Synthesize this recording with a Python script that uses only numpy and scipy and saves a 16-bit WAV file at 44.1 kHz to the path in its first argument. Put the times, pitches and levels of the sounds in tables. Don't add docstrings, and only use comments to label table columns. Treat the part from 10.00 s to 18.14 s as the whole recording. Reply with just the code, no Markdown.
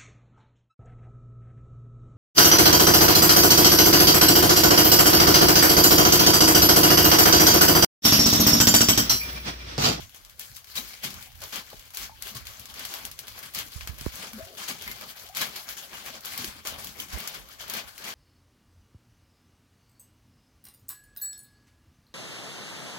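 import sys
import numpy as np
from scipy import signal
from scipy.fft import rfft, irfft, next_fast_len
from scipy.io import wavfile
from scipy.ndimage import uniform_filter1d

SR = 44100
rng = np.random.default_rng(int(sys.argv[2]) if len(sys.argv) > 2 else 0)


def wav_record(signal):
    frames = np.transpose(np.atleast_2d(signal))
    bounded = np.clip(frames, -1, 1)
    quanta = np.round(bounded * 32767).astype(np.int16)
    wavfile.write(sys.argv[1], SR, quanta)


def volts(x):
    e = np.asarray(x, float) / 20
    return 10 ** e


N = 358974
TIME = np.arange(N) / SR
FREQ = np.maximum(np.arange(N // 2 + 1) * SR / N, 1)
FAST = next_fast_len(N, True)

ZONE_HZ = [280, 880, 3200, 12300]
ZONE_DB = [-15.5, -2.5, -1, -4]
TREAD_DB = -3
DENSE_DB = -32
DULLEST_HZ = 500
HARD_DB, FOCUS = -45.5, 0.18
FAR_PAWS_DB, FAR_BRIGHT_DB = -55.5, -1
STILL_DB, STILL_TILT_DB = -65.5, 2.5


def paper():
    t, moves, db, bright_db, thuds = treads()
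    paused = hush(t)
    shared = creases(400, 3.6, 0.0067)
    heave_db = 2.11 * walk(45)
    pressure = np.interp(TIME, t, volts(2 * db) @ moves)
    dense = pressure / (pressure + volts(2 * DENSE_DB))
    out = 0
    for hz in 140 * 2 ** np.arange(0, 7.1, .5):
        place = np.interp(np.log(hz), np.log(ZONE_HZ), range(4))
        weights = np.maximum(1 - np.abs(place - np.arange(4)), 0)

        crisp = np.clip(0.27 * place, 0, 1)
        grain = 0.1 + .5 * creases(120, 3.3, 0.057 + 25 / hz) + crisp * 0.66 * shared
        uneven = volts(1.87 * walk(30) + heave_db) * grain
        texture = dense + (1 - dense) * uneven

        far = volts(2 * (FAR_PAWS_DB + FAR_BRIGHT_DB * np.log2(hz / 3200)))
        colour_db = bright_db * np.log2(max(hz, DULLEST_HZ) / 3200)
        colour_db = colour_db - FOCUS * (1 - weights[2]) * (db - HARD_DB)
        zone = volts(2 * (TREAD_DB + weights @ ZONE_DB)) * min(hz / ZONE_HZ[0], 1)
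        crackle = zone * (volts(2 * (db + colour_db)) @ moves + far)
        steps = (crackle + weights[0] ** 2.0 * thuds) * paused
        rustle = np.interp(TIME, t, steps) * texture

        still = volts(2 * (STILL_DB + STILL_TILT_DB * np.log2(hz / 3000)))
        carrier = hiss(hz, .22, np.clip(.85 - hz / 2200, 0.05, 1))
        out = out + carrier * np.sqrt(linger(rustle + snaps(hz, weights[3]), hz) + still)
    return out * volts(9.5)


# [t/s, level/dB, drag length/s, brightness/dB per octave]
LANDINGS = [(-0.075, -32, 0.06, 0), (0.391, -43, 0.064, 2), (0.544, -44, 0.033, 3.5), (0.666, -50, 0.1, 1),
            (0.74, -40.5, 0.21, 1), (0.76, -35, 0.019, -3), (1.023, -38.5, 0.11, -0.5),
            (1.032, -27, 0.021, 1.7), (1.414, -37.5, 0.027, -3), (1.522, -29.5, 0.049, -0.5),
            (2.214, -48, 0.62, -1), (3.339, -43.5, 0.1, -2), (3.866, -42.5, 0.039, -3.5),
            (4.569, -35.5, 0.1, -0.5), (4.676, -29.5, 0.022, 2.2), (4.806, -41.5, 0.13, -0.5),
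            (5.34, -40, 0.22, -1.4), (5.354, -29.5, 0.077, 0.5), (5.404, -23, 0.025, -0.5),
            (5.69, -41, 0.11, 1.5), (5.928, -43, 0.088, -1), (6.243, -37, 0.14, 0), (6.37, -33.5, 0.072, 0),
            (6.668, -33.5, 0.042, 0), (6.776, -40, 0.13, 1.5), (6.986, -36.5, 0.043, 1),
            (7.334, -37, 0.038, -1), (7.499, -45.5, 0.031, -0.7), (7.98, -41.5, 0.3, -2),
            (8.041, -35.5, 0.071, -1.3)]
# [middle t/s, level/dB, half length/s, brightness/dB per octave]
SLIDES = [(1.24, -46, 0.019, 1), (1.502, -46, 0.077, 0.5), (1.765, -48, 0.074, -0.5),
          (2.004, -35.5, 0.033, 0.5), (2.284, -38.5, 0.021, 1), (2.367, -37.5, 0.012, 1.5),
          (2.502, -45.5, 0.032, 0.8), (2.8, -39.5, 0.033, -2), (2.93, -40, 0.092, -0.6),
          (3.075, -46.5, 0.015, -2), (3.3, -47, 0.021, 0), (3.584, -31, 0.024, -0.3),
          (3.747, -46.5, 0.063, 0.5), (3.815, -57, 0.0051, 0), (4.028, -45.5, 0.04, -0.5),
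          (4.175, -38, 0.064, -0.8), (4.753, -48, 0.65, -0.8), (5.097, -42.5, 0.013, 1.5),
          (5.208, -43.5, 0.013, 1.5), (5.584, -40, 0.03, 0), (6.08, -38, 0.016, -0.5),
          (6.146, -43.5, 0.012, -1.5), (6.218, -48.5, 0.95, -2.5), (6.75, -45, 0.06, -5),
          (7.136, -37, 0.01, -1.5), (7.216, -38, 0.069, -1.3), (7.624, -40, 0.021, -1.3),
          (7.744, -35.5, 0.036, -1.5), (7.782, -34, 0.02, -1.9), (7.9, -48.5, 0.06, -0.5)]
# [middle t/s, level/dB, half length/s, brightness/dB per octave]
MORE_SLIDES = [(0.16, -49, 0.011, 1.5), (0.496, -53, 0.027, 2), (0.81, -60, 0.015, -1), (1.575, -40, 0.015, -3),
               (2.705, -48, 0.015, -1.5), (3.224, -50.5, 0.027, -3.5), (3.408, -46, 0.056, 1.5),
               (3.546, -50, 0.0068, 8), (4.342, -45.5, 0.017, -1.7), (4.708, -38, 0.01, -3),
               (5.028, -39, 0.012, -3.5), (5.25, -42, 0.014, 1.5), (5.619, -40, 0.017, 3),
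               (5.79, -42.5, 0.017, -0.5), (6.466, -42.5, 0.021, 1.5), (6.68, -39, 0.022, 1.5),
               (6.971, -48.5, 0.011, -6.5), (7.342, -58, 0.014, 2), (7.488, -79, 0.062, -10),
               (7.687, -50.5, 0.022, -4.5), (7.84, -46.5, 0.015, -3.5)]
# [t/s, level/dB, hold/s, brightness/dB per octave]
PRESSES = [
    (0.7535, -30, 0.036, 3),
    (4.683, -33, 0.036, 0),
    (6.65, -33.5, 0.027, -3.5),
]
# [t/s, level/dB]
THUDS = [(0.01, -57.5), (0.5, -67), (0.765, -48.5), (1.031, -43), (1.37, -63), (1.53, -58), (1.98, -55),
         (2.33, -49.5), (2.58, -57.5), (2.8, -57), (3.0, -52.5), (3.195, -60), (3.4, -56), (3.57, -48.5),
         (3.9, -51.5), (4.19, -50), (4.68, -50.5), (4.86, -49.5), (5.01, -57), (5.39, -49), (5.7, -92),
         (6.07, -70), (6.3, -58), (6.385, -45), (6.54, -56), (6.66, -53), (6.85, -48.5), (6.98, -47.5),
         (7.13, -47), (7.348, -56), (7.63, -59), (7.72, -58), (8.03, -52)]
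LAND_S, PRESS_S = 0.0074, .0015
THUD_RISE_S, THUD_T60_S, THUD_DB = 0.014, 0.42, 5.5


def treads():
    t = TIME[::32]
    s, _, length, _ = np.transpose(LANDINGS)[..., None]
    landings = np.clip((t - s) / LAND_S, 0, 1) * np.exp(-((t - s) / length) ** 2)
    s, _, length, _ = np.transpose(SLIDES + MORE_SLIDES)[..., None]
    slides = np.exp(-.4 * np.abs((t - s) / length) ** 3)
    s, _, hold, _ = np.transpose(PRESSES)[..., None]
    presses = np.clip((t - s) / PRESS_S, 0, 1) * np.exp(-((t - s) / hold) ** 6)
    s, db = np.transpose(THUDS)[..., None]
    decay = volts(2 * (db + THUD_DB) - 120 * np.maximum(t - s, 0) / THUD_T60_S)
    thuds = np.clip((t - s) / THUD_RISE_S, 0, 1) * decay
    _, level_db, _, bright_db = np.transpose(LANDINGS + SLIDES + MORE_SLIDES + PRESSES)
    return t, np.vstack([landings, slides, presses]), level_db, bright_db, thuds.sum(axis=0)


# [middle t/s, change of level/dB, half length/s]
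PAUSES = [(0.108, -2.5, 0.03), (0.35, -8, 0.021), (0.64, -4, .04), (0.986, -1.5, .03), (1.39, 0, 0.018),
          (1.8, -2.5, 0.044), (2.187, 3, .025), (2.44, -4.5, 0.021), (3.172, -3, 0.036),
          (3.257, -3, 0.0086), (3.698, -7, 0.014), (3.8, -5, 0.013), (3.975, -2, .013), (4.11, -7, 0.015),
          (4.523, -3.5, 0.032), (4.793, 1.5, 0.015), (5.141, -7, 0.017), (5.296, -10, 0.047),
          (5.626, -6, 0.021), (5.752, -6, 0.022), (5.896, -3, 0.018), (6.205, -6.5, 0.02),
          (6.63, -9.5, 0.022), (6.93, -2.5, 0.038), (7.072, -1, .015), (7.568, -4, 0.028),
          (7.862, -9, 0.014), (7.934, -2.5, 0.034)]


def hush(t):
    s, db, length = np.transpose(PAUSES)[..., None]
    return volts(2 * (db * np.exp(-np.abs((t - s) / length) ** 3)).sum(axis=0))


def creases(per_s, scatter_db, t60):
    chance = rng.random((2, N))
    kicks = np.zeros(N)
    at = chance[0] < per_s / SR
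    rarity = np.maximum(chance[1, at], .035)
    kicks[at] = volts(-2 * scatter_db * np.log(rarity))
    power = signal.lfilter([1], [1, -np.exp(-2 * np.log(1000) / (t60 * SR))], kicks)
    return power / power.mean()


# [t/s, peak level/dB, top air level/dB, ringing f/Hz]
SNAPS = [(0.395, -29, -4.5, 5000), (0.755, -23, -18, 4670), (1.039, -30, -19, 2510),
         (1.947, -32.5, -2, 2900), (2.2231, -21.5, -10.5, 4670), (2.4691, -22, -19, 4670),
         (2.6562, -27, -15, 7300), (2.8512, -23.5, -7, 2680), (3.052, -23.5, -8, 4440),
         (3.19, -21.5, -11.5, 4020), (3.27, -29.5, -18, 3000), (3.548, -19.5, -10.5, 4820),
         (3.8088, -20.5, -29, 2920), (3.874, -19.5, -16, 2590), (4.0102, -24, -14, 4640),
         (4.682, -25, -12, 3580), (4.8772, -25.5, -15, 2030), (5.3492, -25, -14, 6140),
         (5.37, -17, -12, 3200), (5.415, -17.5, -10, 3960), (5.689, -19, -21, 4040),
         (5.932, -25, -38, 2820), (6.257, -25, -9, 6050), (6.3768, -26, -3.5, 2900),
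         (6.651, -30, -13, 2400), (6.8447, -34.5, 0, 5370), (7, -25.5, -7, 6040), (7.275, -18.5, -11, 3820),
         (7.6982, -22, -8.5, 3880), (7.9792, -27, -14, 4300), (4.156, -29, -8, 2890),
         (6.871, -26.5, -13, 2780), (7.1842, -33, -3, 6000), (7.24, -29, -16, 5000), (3.39, -32, -8, 5000)]
# [t/s, peak
# level/dB, ringing f/Hz]
TICKS = [(0.0948, -38.5, 3200), (0.146, -34.5, 1840), (0.249, -35.5, 4960), (0.2966, -35.5, 4800),
         (0.566, -27, 5390), (0.6437, -35, 3680), (1.1413, -28, 6260), (1.226, -30, 3420),
         (1.4177, -27, 4430), (1.438, -25.5, 4440), (1.5284, -42, 4540), (1.558, -20.5, 4640),
         (1.971, -18, 3760), (2.27, -30, 2950), (2.352, -27.5, 1090), (2.596, -27, 6070),
         (2.7405, -29.5, 3920), (2.794, -25, 2580), (2.939, -21.5, 1300), (3.114, -26, 5210),
         (3.2812, -26, 2610), (3.588, -18, 4440), (4.06, -29, 1410), (4.3322, -29, 2100),
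         (4.822, -26, 4930), (4.914, -23, 2080), (6.4442, -19, 3760), (6.672, -17.5, 6250),
         (7.202, -25.5, 3000), (7.737, -19, 2860)]
# [t/s, peak level/dB, ringing f/Hz]
PRICKS = [(0.2134, -43, 2750), (0.671, -37, 2640), (1.1049, -25, 5110), (1.3183, -38, 3130),
          (1.354, -36, 1560), (1.701, -33, 2590), (1.7948, -31.5, 4840), (1.8761, -40, 3920),
          (1.9046, -33.5, 4380), (1.9375, -32, 2920), (2.4536, -32, 1970), (2.699, -34, 1550),
          (3.429, -28, 1610), (3.682, -35, 2410), (3.7194, -34, 3150), (3.9853, -28, 3930),
          (4.123, -37, 4320), (4.45, -32, 3380), (4.5765, -41, 3530), (4.789, -35, 3260),
          (5.0113, -26, 1470), (5.163, -36, 1290), (5.1975, -40, 1300), (5.2886, -32, 6320),
          (5.562, -21.5, 3180), (5.7742, -29, 3580), (6.0553, -30, 2480), (6.207, -30.5, 7180),
          (6.564, -39, 1270), (6.9701, -38, 3070), (7.0844, -32, 2090), (7.1312, -28, 1950),
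          (7.3452, -31, 5450), (7.4867, -33.5, 1270), (7.5108, -47, 1930), (7.5275, -38, 2100),
          (7.5951, -38, 2450), (7.612, -28.5, 2020), (7.6802, -26, 1820), (7.769, -23, 4260),
          (7.8845, -34, 1040), (8.0416, -27, 1790)]
SNAP_DB, SNAP_T60_S, TICK_AIR_DB, PRICK_DB = -4.5, .009, -12.5, -2


def snaps(hz, top):
    power, t = np.zeros(N), TIME[:SR // 50]
    crack = volts(-120 * t / SNAP_T60_S) * np.minimum(t / 0.00036, 1)
    small = TICKS + [(s, db + PRICK_DB, f) for s, db, f in PRICKS]
    for s, db, top_db, ring_hz in SNAPS + [(s, db, TICK_AIR_DB, f) for s, db, f in small]:
        fall_db = 3.8 * np.log2(hz / ring_hz) ** 2 / (1 + hz / ring_hz)
        body_db = db + SNAP_DB - fall_db
        air_db = db + top_db + 10.0
        colour_db = (1 - top) * body_db + top * air_db
        add(power, s, volts(2 * colour_db) * crack)
    return power


def flicks():
    out, t = np.zeros(N), TIME[:SR // 100]
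    for s, db, _, hz in SNAPS:
        add(out, s, volts(db - 13 - 60 * t / .003) * np.sin(2 * np.pi * hz * t))
    return out


# [t/s, level/dB, start f/Hz, end f/Hz, length/s]
SQUEAKS = [(1.729, -49, 495, 460, 0.011), (2.095, -36, 910, 880, 0.006), (2.104, -48, 920, 870, 0.065),
           (2.348, -44, 1116, 1070, 0.036), (4.185, -52, 121, 264, 0.028), (4.333, -44, 232, 214, 0.055),
           (4.402, -36, 636, 650, 0.017), (4.424, -47, 665, 680, .045), (4.455, -51, 560, 545, .06),
           (4.46, -56, 374, 400, 0.1), (4.472, -48, 700, 760, .035), (4.508, -51, 750, 660, .03),
           (5.294, -38.5, 735, 765, .024), (5.32, -45, 770, 800, .035), (4.52, -53, 400, 430, .05),
           (4.562, -51, 570, 570, .02), (4.378, -47, 440, 600, .016), (5.84, -52, 680, 680, .022)]
# [t/s, level/dB, f/Hz, length/s]
RASPS = [(1.187, -54, 1480, 0.0072), (1.71, -55, 1145, 0.019), (1.729, -44.5, 775, 0.0084),
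         (1.742, -48.5, 310, 0.0053), (2.094, -45.5, 954, 0.0075), (4.242, -42.5, 1210, 0.015),
         (4.313, -48, 615, 0.0076), (4.386, -48, 470, 0.018), (4.5, -57, 522, 0.067),
         (4.873, -35, 2035, 0.019), (5.366, -48, 910, 0.012), (6.074, -49.5, 836, 0.035),
         (6.139, -51, 500, 0.024), (6.998, -37, 3100, .008), (6.999, -44, 5980, .008),
         (7.493, -53, 1290, 0.014)]
# [t/s, level/dB, f/Hz]
PLEATS = [(0.0, -54, 136), (0.405, -45, 1740), (0.495, -58, 136), (0.77, -30, 2360), (0.771, -22.5, 3880),
          (0.788, -52, 250), (1.035, -29, 2485), (1.058, -41, 1300), (1.579, -53, 190), (2.016, -45, 4370),
          (2.277, -43, 2930), (2.313, -56, 208), (2.352, -51, 124), (2.595, -57, 120), (4.698, -45.5, 258),
          (4.875, -40, 985), (4.91, -37, 2100), (5.409, -32, 1200), (5.41, -35, 2200), (5.412, -28, 3980),
          (5.418, -25.5, 1660), (5.421, -33, 990), (5.65, -50, 3230), (5.943, -31, 2900), (6.101, -57, 250),
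          (6.14, -45, 2380), (6.17, -60, 220), (6.396, -49, 149), (6.437, -46, 340), (6.553, -53, 299),
          (6.675, -38, 960), (6.677, -39, 1400), (7.29, -38, 3660), (7.711, -39.5, 3840),
          (7.734, -34, 2840), (7.737, -30, 4300)]
SQUEAK_BREATH, RASP_BREATH, PLEAT_BREATH = .2, 1, .25
PLEAT_S, PLEAT_CYCLES = 0.017, 2.1


def squeaks():
    out, air = np.zeros(N), walk(500) + 1j * walk(500)
    waver = np.repeat(air, 4)[:N]
    calls = [row + (SQUEAK_BREATH,) for row in SQUEAKS]
    calls += [(s, db, f, f, length, RASP_BREATH) for s, db, f, length in RASPS]
    calls += [(s, db, f, f, PLEAT_S + PLEAT_CYCLES / f, PLEAT_BREATH) for s, db, f in PLEATS]
    for s, db, start_hz, end_hz, length, breath in calls:
        t = TIME[:int(2 * length * SR)]
        phase = 2 * np.pi * np.cumsum(start_hz + (end_hz - start_hz) * t / length) / SR
        shape = np.minimum(t / min(0.22 * length, .007), 1) * np.exp(-1.5 * (t / length) ** 3)
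        noise = air if breath == RASP_BREATH else waver
        voice = 1 - breath + breath * noise[int(s * SR):][:len(t)]
        add(out, s, volts(db) * shape * np.imag(voice * np.exp(1j * phase)))
    return out


# [t/s, level/dB]
GRIP = [(0.0, -64), (0.34, -69), (0.52, -58), (0.68, -72), (1.12, -54), (1.3, -62), (2.08, -66), (2.4, -52),
        (2.6, -64.5), (3.67, -62), (3.8, -59), (4.05, -58), (4.33, -58.5), (5.5, -77), (6.28, -78),
        (6.5, -63), (7.4, -68), (8.14, -79)]
# [t/s, level/dB, push length/s, ring T60/s, signed push: inward -, outward +]
KNOCKS = [
    (3.762, -23.5, 0.004, 0.12, -1.1),
    (3.896, -22.5, 0.0038, 0.21, -0.97),
    (4.015, -30, 0.0015, 0.096, -1),
    (4.0641, -15.5, 0.00034, .002, 0.88),
    (4.0654, -12, 0.00089, 0.067, -0.93),
    (7.175, -24, 0.00054, 0.011, 0.87),
]
# [t/s, level/dB, length/s, f/Hz]
SWAY = (7.13, -25, .042, 64)
# [start t/s, level/dB, length/s, f/Hz]
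ROCKS = [(0.198, -49, 0.093, 45), (0.796, -46.5, 0.12, 55), (1.031, -51, 0.072, 90),
         (1.146, -42.5, 0.052, 84.5), (2.397, -41, 0.05, 65), (2.464, -43, .03, 70),
         (3.812, -33.5, .045, 60), (3.973, -39.5, .04, 62), (6.469, -40.5, 0.027, 55),
         (1.527, -48, .07, 59.5), (1.762, -42, 0.044, 50), (1.987, -42, 0.083, 50), (2.21, -44, 0.055, 45),
         (2.7, -52, .07, 69.6), (2.834, -66, .09, 60), (3.576, -46, 0.049, 50), (4.85, -44, 0.065, 55.4),
         (4.984, -56, 0.081, 49.4), (5.17, -59, 0.073, 50), (5.47, -55, .07, 60), (5.676, -55, 0.073, 55),
         (6.664, -44, 0.058, 55), (6.84, -53, 0.068, 60), (7.36, -45, 0.1, 49), (7.84, -47, 0.044, 64.5)]
CASE_HZ = 61.7


def grip():
    s, db = np.transpose(GRIP)
    swell_db = np.minimum(np.interp(TIME, s, db), -49) + 3.3 * walk(17) - 0.5
    swell = volts(swell_db) + volts(-68.0)
    rumble = unit(hiss(62, .75, 0.65)) * volts(np.array([[-7], [3]])) * swell
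    knocks, t = np.zeros(N), TIME[:SR // 4]
    for s, db, push, t60, way in KNOCKS:
        after = t - 2 * push
        dent = np.exp(-.5 * (after / (.5 * push)) ** 2)
        swing = -.8 * np.sin(2 * np.pi * CASE_HZ * after) * volts(-60 * t / t60) * (after > 0)
        add(knocks, s - 2 * push, volts(db) * way * (dent + swing))
    for s, db, length, hz in [SWAY] + ROCKS:
        shape = np.sin(np.pi * np.minimum(t / length, 1)) ** .5
        add(knocks, s, volts(db) * shape * -np.sin(2 * np.pi * hz * t))
    return rumble + knocks * volts(np.array([[-24], [0]]))


ROOM_T60_S, ROOM_DB, SQUEAK_ROOM_DB = 0.17, -1, -10


def room(dry):
    t = TIME[:int(.6 * SR)]
    tail = rng.standard_normal((2, len(t))) * volts(-60 * t / ROOM_T60_S) * (t > .004)
    tail /= np.sqrt((tail ** 2).sum(axis=1, keepdims=True))
    return dry + volts(SQUEAK_ROOM_DB) * signal.fftconvolve(dry, tail, axes=1)[:, :N]


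def linger(power, hz):
    keep = np.exp(-2 * np.log(1000) / (ROOM_T60_S * (hz / 1000) ** -.15 * SR))
    late = np.roll(power, int(0.00076 * SR))
    return power + volts(2 * ROOM_DB) * signal.lfilter([1 - keep], [1, -keep], late)


# [f/Hz, left level/dB, right level/dB]
PORTS = [(84, 14.5, 14), (221, 2.5, 1), (425, 2.5, -1), (750, -1, -6), (1300, 0, -3.5), (4230, 0, -5.5),
         (5390, -2.5, -1), (7900, -2, -19.5), (7870, -5, -28), (8900, -9.5, -15), (10680, -3, -6),
         (11700, -3.5, -4), (14000, -3, -9.5), (15900, -2, -37)]
# [f/Hz, width/Hz, level/dB]
FLOOR_MODES = [(226, 61, 7.5), (647, 25, 6)]


def ports(air):
    hz, *db = np.transpose(PORTS)
    air = np.array([np.roll(air[0], 8), air[1]])
    lift_db = sum(d / (1 + (2 * (FREQ - f) / w) ** 2) for f, w, d in FLOOR_MODES)
    port_db = np.array([np.interp(np.log(FREQ), np.log(hz), d) for d in db])
    return irfft(rfft(air) * volts(lift_db + port_db), N)


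def hiss(hz, octaves, alike):
    low = int(hz * 2 ** (-3 * octaves) * FAST / SR)
    high = int(min(hz * 2 ** (3 * octaves) / SR, .5) * FAST)
    f = np.arange(low, high)
    draw = rng.standard_normal((3, len(f))) + 1j * rng.standard_normal((3, len(f)))
    bell = np.exp(-.5 * (np.log2(f * SR / FAST / hz) / octaves) ** 2)
    mixed = np.sqrt(alike) * draw[0] + np.sqrt(1 - alike) * draw[1:]
    spectrum = np.zeros((2, FAST // 2 + 1), complex)
    spectrum[:, f] = mixed * bell * np.sqrt(FAST / 2)
    return irfft(spectrum, FAST)[:, :N]


def walk(rate):
    k = int(SR / rate)
    held = np.repeat(rng.standard_normal(N // k + 1), k)
    return 2.21 * uniform_filter1d(uniform_filter1d(held, k), k)[:N]


def unit(x):
    return x / np.sqrt(np.mean(x ** 2))


def add(track, s, sound):
    i = int(s * SR)
    track[..., i:i + sound.shape[-1]] += sound[..., :track.shape[-1] - i]


def scene():
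    return ports(paper() + flicks() + room(squeaks()[None])) + grip()


def thin_out(x, under_db):
    cells = signal.stft(x, nperseg=1024)[2]
    power = np.abs(cells) ** 2
    around = uniform_filter1d(power, size=170, axis=1)
    weak = uniform_filter1d(power, size=5, axis=1) < volts(2 * under_db) * around
    weak[:, :100] = False
    return signal.istft(cells * ~weak, nperseg=1024)[1][:, :N]


def low_pass(x):
    return signal.sosfilt(signal.butter(12, 16800, fs=SR, output="sos"), x)


def record(dry):
    x = signal.sosfilt(signal.butter(2, 35, "high", fs=SR, output="sos"), dry)
    x = thin_out(x, under_db=-11)
    x = signal.sosfilt(signal.ellip(10, .2, 46, 15900, fs=SR, output="sos"), x)
    return low_pass(x)


dry = scene()
out = record(dry)
wav_record(out)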